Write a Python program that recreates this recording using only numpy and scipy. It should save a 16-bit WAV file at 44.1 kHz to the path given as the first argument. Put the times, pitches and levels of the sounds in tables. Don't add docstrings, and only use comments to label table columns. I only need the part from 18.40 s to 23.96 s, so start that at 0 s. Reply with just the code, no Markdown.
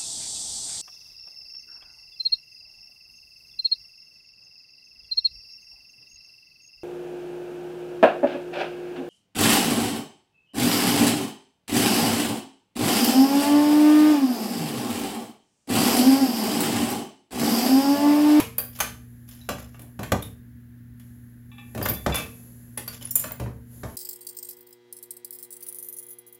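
import sys
import numpy as np
from scipy import signal
from scipy.fft import rfft, irfft, next_fast_len
from scipy.io import wavfile
from scipy.ndimage import map_coordinates

SR = 44100
rng = np.random.default_rng(int(sys.argv[2]) if len(sys.argv) > 2 else 0)


def master(y):
    cut = np.clip(np.atleast_2d(y).T, -1, 1)
    pcm = np.round(cut * 32767)
    wavfile.write(sys.argv[1], SR, pcm.astype(np.int16))


N = 245195
T = np.arange(int(0.55 * SR)) / SR


def amp(db):
    return 10 ** (np.asarray(db) / 20)


def unit(x):
    return x / np.sqrt(np.mean(x ** 2) + 1e-20)


def along(points, hz):
    f, v = np.transpose(points)
    return np.interp(np.log(hz + 1), np.log(f + 1), v)


def noise(spectrum, size):
    m = next_fast_len(size)
    gain = amp(along(spectrum, np.fft.rfftfreq(m, 1 / SR)))
    return unit(irfft(rfft(rng.standard_normal(m)) * gain, m)[:size])


def fade(t60, attack):
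    return np.exp(-np.log(1000) * T / t60) * (1 - np.exp(-T / attack))


def burst(spectrum, t60, attack):
    shape = fade(t60, attack)
    shape_rms = np.sqrt(np.mean(shape ** 2))
    return unit(noise(spectrum, len(T)) * shape) * shape_rms


def ring(modes, attack, scatter_db, after_db=-100, after_t60=0.22, blur_hz=0):
    hz, db, t60 = np.transpose(modes)
    gain = amp(db + scatter_db * rng.standard_normal(len(hz)))
    gain = gain / np.sqrt(np.sum(gain ** 2) / 2)
    after_ring = amp(after_db) * fade(after_t60, attack)

    knots = T[::64]
    step_size = np.sqrt(2 * np.pi * blur_hz * knots[1])
    steps = rng.standard_normal((len(hz), len(knots))) * step_size
    phase = rng.uniform(0, 2 * np.pi, (len(hz), 1)) + np.cumsum(steps, axis=1)

    out = np.zeros(len(T))
    for g, f, p, d in zip(gain, hz, phase, t60):
        tone = np.sin(2 * np.pi * f * T + np.interp(T, knots, p))
        out += g * tone * (fade(d, attack) + after_ring)
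    return out


def later(sound, s):
    return np.pad(sound, (round(s * SR), 0))[:len(sound)]


# frequency_hz, t60_s
ROOM_T60 = [(100, 0.59), (500, 0.33), (2000, 0.34), (6000, 0.33), (11000, .34), (16000, 0.31)]
# frequency_hz, level_db
ROOM_LEVEL = [(100, 4), (500, -6.5), (2000, 0.5), (6000, 0), (14000, -3)]


def add(track, s, sound, wet_db):
    hz, t, grains = signal.stft(rng.standard_normal(len(T)), SR, nperseg=256)
    t60 = along(ROOM_T60, hz)[:, None]
    equal_energy = np.sqrt(2 * np.log(1000) / (t60 * SR))
    decay = np.exp(-np.log(1000) * t / t60) * equal_energy
    colour = amp(along(ROOM_LEVEL, hz))[:, None]
    tail = signal.istft(grains * decay * colour, SR, nperseg=256)[1][:len(T)]
    tail = tail * (1 - np.exp(-T / 0.0045))
    heard = sound + amp(wet_db) * signal.fftconvolve(sound, tail)[:len(T)]
    start = round(s * SR)
    track[start:start + len(T)] += heard[:len(track) - start]


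# start_s, force_db, weight_db, hardness_db
CLACKS = [(0.0, -24, -15.5, -5), (0.182, -29.5, -20, -20.5), (0.372, -53, -14, 2), (0.389, -41.5, -18.5, 2),
          (0.402, -24, -34.5, -3), (0.406, -23, -16, -4), (0.889, -61, -26, 14), (0.948, -61, -28, 8),
          (1.089, -24.5, -6, -11.5), (1.183, -43, -13, -13), (1.345, -48, -19, -32), (1.393, -53, 3, 3.5),
          (1.418, -65, 15, 16.5), (1.591, -37, 6.5, -12), (1.631, -34.5, -13, -7.5), (1.719, -18, 0, -13),
          (1.823, -49, -5, 9.5), (2.597, -58.5, -29, 3), (3.348, -41.5, 8, -5), (3.376, -38, 5.5, -6.5),
          (3.413, -31, 0, -20), (3.458, -21.5, -14, -21), (3.486, -40.5, 10, 2), (3.662, -21.5, -1, -20.5),
          (3.697, -33, 0, -22), (3.744, -25.5, -18, -7), (3.756, -33.5, -9, 1), (3.782, -34, -4.5, -3),
          (4.375, -38.5, -5.5, 4.5), (4.477, -41, -9, 3), (4.611, -53.5, 3, 3), (4.756, -41, -7.5, 4),
          (4.84, -31.5, -9.5, -17.5), (4.908, -37.5, -10.5, -21), (4.998, -39.5, 10, -6),
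          (5.06, -41, 1.5, -43), (5.433, -36.5, 4.5, -20.5), (5.497, -53, 4, -8)]
# pitch_hz, level_db, t60_s
BENCH = [(67.36, -3.5, .45), (84.6, -12.5, .25), (98.4, -5.5, .25), (120.1, -5, 0.3), (158.6, -2.5, 0.2),
         (185.6, -4, 0.21), (227.4, -4.5, 0.22), (294.4, -6.5, .3)]
# pitch_hz, level_db, t60_s
FRAME = [(344, -10, 0.24), (396.5, -8.5, 0.2), (452, -7.5, 0.67), (478, 0, 0.28), (572.8, 1.5, 0.2),
         (626, -5, 0.3), (760.3, 0.5, 0.18), (829, 4, 0.094), (914, -10.5, 0.033)]
# pitch_hz, level_db, t60_s
LEVER = [(1086, 3.5, 0.033), (1168, 3, 0.06), (1510, 0.5, 0.04), (1792, -3, .06)]
# frequency_hz, density_db_per_hz
THUD = [(25, -48), (38, -25), (55, -16.5), (100, 4.5), (250, 2), (420, -1), (800, -49)]
KNOCK = [(130, -35.5), (330, -12.5), (550, 7.5), (860, 0), (1100, -1.5), (2000, -43)]
RAP = [(600, -29), (960, -7.5), (1250, -1), (1600, -2.5), (2000, -5.5), (2500, -10), (4000, -41.5)]
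CLACK = [(1200, -10.5), (2150, -3), (2900, 0), (4500, -6.5), (5500, -6), (6500, -6), (7600, -4.5),
         (8600, -16.5), (11000, -31)]
SNAP = [(5000, -27.5), (8400, -12), (9800, -3), (11700, 1.5), (13000, -5.5), (15500, -5), (17000, -25)]
FRAME_SHARE, CLACK_SHARE = 0.39, 0.4
REBOUND_S, REBOUND_DB = 0.012, -4
ROOM_DB, DRY_ABOVE_DB, DRY_SLOPE = 1.5, -25.5, 0.98


def linkage():
    out = np.zeros(N)
    for s, force_db, weight_db, hardness_db in CLACKS:
        boards = ring(BENCH, attack=0.004, scatter_db=2)
        bench = amp(-3) * boards + amp(1) * burst(THUD, t60=0.18, attack=0.0041)

        frame_modes = ring(FRAME, attack=0.00084, scatter_db=3, blur_hz=2.6)
        frame = amp(-5.5) * frame_modes + amp(4.5) * burst(KNOCK, t60=0.048, attack=0.0019)

        lever_modes = ring(LEVER, attack=0.00022, scatter_db=4)
        lever = amp(-3) * lever_modes + amp(5) * burst(RAP, t60=0.028, attack=0.0032)

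        clack = amp(6.5) * burst(CLACK, t60=0.036, attack=0.0021)
        snap = amp(7) * burst(SNAP, t60=0.039, attack=0.00057)
        crack = amp(CLACK_SHARE * hardness_db) * clack + amp(hardness_db) * snap

        dull_thud = amp(-4) * burst(THUD, t60=0.13, attack=0.004)
        dull_knock = burst(KNOCK, t60=0.16, attack=0.0044)
        rebound = amp(weight_db + REBOUND_DB) * (dull_thud + dull_knock)

        body = amp(weight_db) * bench + amp(FRAME_SHARE * weight_db) * frame
        blow = body + lever + crack + later(rebound, REBOUND_S)
        wet_db = ROOM_DB - DRY_SLOPE * max(force_db - DRY_ABOVE_DB, 0)
        add(out, s, amp(force_db) * blow, wet_db)
    return out


# start_s, length_s, level_db
SLIDES = [(0.328, 0.059, -53), (0.876, 0.16, -58), (1.18, .04, -52), (1.33, 0.04, -70),
          (3.427, 0.082, -42.5), (4.524, 0.014, -44), (4.614, 0.078, -51), (4.774, .06, -47.5)]
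# frequency_hz, density_db_per_hz
RUB = [(300, -15), (600, -0.5), (1200, -4.5), (2400, -1.5), (3100, -2.5), (4000, -5), (5100, -2.5),
       (6200, -1.5), (7200, -4), (8400, -32.5), (9600, -5.5), (12000, 3), (15500, -7.5)]
# pitch_hz, level_db, t60_s
CAM = [(2940, -3.5, .025), (3450, -1.5, .025), (4150, -12.5, .02), (5250, 2, 0.03), (7200, 0.5, .025),
       (9460, -9, 0.014), (11000, 6.5, 0.018)]
GRIP_S, RELEASE_S = 0.007, 0.3


def ram():
    t = np.arange(N) / SR
    slips = (rng.random(N) < 1200 / SR) * rng.exponential(1, N)
    grip = unit(signal.fftconvolve(slips, fade(t60=0.025, attack=0.0005))[:N])
    signed_slips = slips * rng.standard_normal(N)
    cam_modes = ring(CAM, attack=0.00029, scatter_db=1.5)
    cam = unit(signal.fftconvolve(signed_slips, cam_modes)[:N])
    rubbing = amp(1.5) * grip * noise(RUB, N) + amp(-4) * cam

    push = np.zeros(N)
    for s, length, db in SLIDES:
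        rise = np.clip((t - s) / GRIP_S, 0, 1)
        release = np.exp(-np.log(1000) * np.maximum(t - s - length, 0) / RELEASE_S)
        push += amp(db) * rise * release
    return push * rubbing


# start_s, level_db, low_mode_db, contact_db
CASE_HITS = [(0.1819, -15.5, -14, -3), (0.192, -24.5, -2, -5.5), (3.427, -25.5, 0, -3),
             (3.454, -24.5, -9, -21), (3.4865, -22, -6, -33), (3.496, -17, -23, -12), (3.537, -33, -29, 4)]
# pitch_hz, level_db, t60_s
CASE = [(9260, -23.5, 0.3), (11250, -7, 0.1), (11640, -9, 0.19), (11460, -12, 0.047), (13000, -19, 0.033),
        (14230, -16.5, 0.043), (14800, -4, 0.039), (13750, 5.5, 0.048), (15160, -6.5, 0.073),
        (15700, -19.5, .1)]
# pitch_hz, level_db, t60_s
CASE_LOW = [(4750, 0, 0.047)]


def cases():
    out = np.zeros(N)
    for s, db, low_db, contact_db in CASE_HITS:
        tube = [(hz * (1 + 0.0034 * rng.standard_normal()), level, t60) for hz, level, t60 in CASE]
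        high = ring(tube, attack=0.0005, scatter_db=2.5, after_db=-27, after_t60=0.35, blur_hz=60)
        low = ring(CASE_LOW, attack=0.00035, scatter_db=0, after_db=-18, after_t60=0.48, blur_hz=40)
        contact = burst(SNAP, t60=0.03, attack=0.0004)
        hit = amp(-0.5) * high + amp(low_db - 10) * low + amp(contact_db) * contact
        add(out, s, amp(db) * hit, wet_db=-3.5)
    return out


# start_s, level_db, contact_db
STEEL_HITS = [(4.708, -24, -2.5), (4.7548, -11, -5), (4.795, -22, -15), (4.919, -41, 1)]
# pitch_hz, level_db, t60_s
STEEL = [(6650, -18, .05), (7214, -3, .055), (8183, -16, .07), (9114, -9, .065), (9238, -11, .05),
         (10290, -14, .06), (10540, -9, .06), (10920, -9, .05), (11770, -16, .05), (12265, -4, .05),
         (12400, -13, .04), (13420, -11, .06), (13865, -2, .07), (14250, -10, .05), (14920, 0, .065),
         (15150, -13, .04)]


def steel():
    out = np.zeros(N)
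    for s, db, contact_db in STEEL_HITS:
        ping = ring(STEEL, attack=0.0007, scatter_db=1, after_db=-16.5, after_t60=0.38, blur_hz=14)
        contact = burst(SNAP, t60=0.072, attack=0.00076)
        add(out, s, amp(db) * (amp(-1.5) * ping + amp(contact_db) * contact), wet_db=-4.5)
    return out


# start_s, coils_db, rod_db
SPRING_HITS = [(1.824, -78, -67), (3.49, -35, -48), (3.56, -51, -46.5), (3.721, -28.5, -32.5),
               (3.756, -27.5, -28.5)]
# pitch_hz, level_db, t60_s
SPRING = [(790, -13, .2), (1130, -13, .22), (1808, -10, .26), (2326, -1, .26), (2590, -3, .36),
          (2690, -6, .28), (2805, -6, .18), (3380, -7, .15), (3600, -7, .15), (3941, -10, .2),
          (4920, -12, .18), (7181, -12, .14)]
# pitch_hz, level_db, t60_s
ROD = [(3490, 0, 0.26)]


def spring():
    out = np.zeros(N)
    for s, coils_db, rod_db in SPRING_HITS:
        twang = ring(SPRING, attack=0.002, scatter_db=1.5, blur_hz=10)
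        buzz = amp(-14) * burst(CLACK, t60=0.07, attack=0.004)
        note = ring(ROD, attack=0.0015, scatter_db=0)
        add(out, s, amp(coils_db) * (amp(-5.5) * twang + buzz), wet_db=-2)
        add(out, s, amp(rod_db) * note, wet_db=-7)
    return out


# start_s, level_db
JANGLE_HITS = [(3.116, -50), (3.182, -43.5)]
# pitch_hz, level_db, t60_s
JANGLE = [(825, -14, 0.39), (1158, -8, 0.14), (1770, -14, 0.49), (2377, -7, 0.21), (2623, -6, 0.21),
          (2880, -16, 0.16), (3456, -3.5, 0.059), (3400, -12, 0.13), (3830, -15, 0.1), (7660, -29, .25)]


def jangle():
    out = np.zeros(N)
    for s, db in JANGLE_HITS:
        ringing = ring(JANGLE, attack=0.00043, scatter_db=1, blur_hz=21.4)
        puff = amp(-15) * burst(CLACK, t60=0.087, attack=0.0051)
        add(out, s, amp(db) * (ringing + puff), wet_db=0)
    return out


# start_s, level_db, pitch_hz
CLINKS = [(.403, -21, 6320), (1.013, -52.5, 3880), (1.344, -58, 2750), (1.825, -39, 3650),
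          (1.823, -34.5, 11300), (3.425, -32, 14240), (3.756, -20.5, 10950), (4.374, -22.5, 10510),
          (4.479, -34.5, 4670), (4.479, -24.5, 11700), (4.611, -46.5, 3030), (4.709, -38, 5620),
          (4.653, -26.5, 10300), (4.709, -24, 15500), (4.919, -23.5, 14900)]
CLINK_CYCLES = 400


def clinks():
    out = np.zeros(N)
    for s, db, hz in CLINKS:
        t60 = CLINK_CYCLES / hz
        cluster = [(hz, 0, t60), (hz * 1.021, -4, t60), (hz * 0.975, -5, t60)]
        clink = ring(cluster, attack=0.0006, scatter_db=1.5, blur_hz=70)
        add(out, s, amp(db) * clink, wet_db=-7)
    return out


# pitch_hz, level_db, waver_db
HUM = [(119.7, -48, .6), (239.8, -51, 1.0)]
# frequency_hz, density_db_per_hz
AIR = [(20, -25), (45, -3.5), (70, 7), (130, -3), (250, -1.5), (400, -20.5), (700, -31), (1200, -32),
       (1700, -19.5), (2400, -33.5), (8000, -44), (16000, -29)]
# frequency_hz, density_db_per_hz
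HISS = [(400, 7), (1700, -14), (3000, -13), (5500, -12.5), (7200, -2), (8600, -15.5), (10000, 0.5),
        (11500, 9.5), (13000, -6.5), (15500, -4.5)]
# time_s, level_db
HISS_LEVEL = [(0.7, -63), (1.53, -64.0), (2.03, -70.7), (2.54, -72.5), (2.67, -61), (3.05, -69), (3.3, -57),
              (3.63, -49.5), (4.02, -51.5), (4.32, -58), (5.26, -65.5), (5.34, -51), (5.53, -51.5)]


def background():
    t = np.arange(N) / SR
    hum = np.zeros(N)
    for hz, db, waver_db in HUM:
        waver = map_coordinates(rng.standard_normal(int(N / SR * 6) + 4), [t * 6])
        line = np.sqrt(2) * np.sin(2 * np.pi * hz * t + rng.uniform(0, 2 * np.pi))
        hum += amp(db + waver_db * waver) * line
    murmur = amp(-52) * noise(AIR, N)
    hiss_db = np.interp(t, *np.transpose(HISS_LEVEL))
    return hum + murmur + amp(hiss_db) * noise(HISS, N)


def scene():
    press = linkage() + ram()
    small_parts = cases() + steel() + spring() + jangle() + clinks()
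    return (press + small_parts + background())[None]


TOP_HZ = 15900


def record(dry):
    m = next_fast_len(N + len(T))
    hz = np.fft.rfftfreq(m, 1 / SR)
    low_pass = 1 / (1 + (hz / TOP_HZ) ** 160)
    return irfft(rfft(dry, m) * low_pass, m)[:, :N]


dry = scene()
out = record(dry)
master(out)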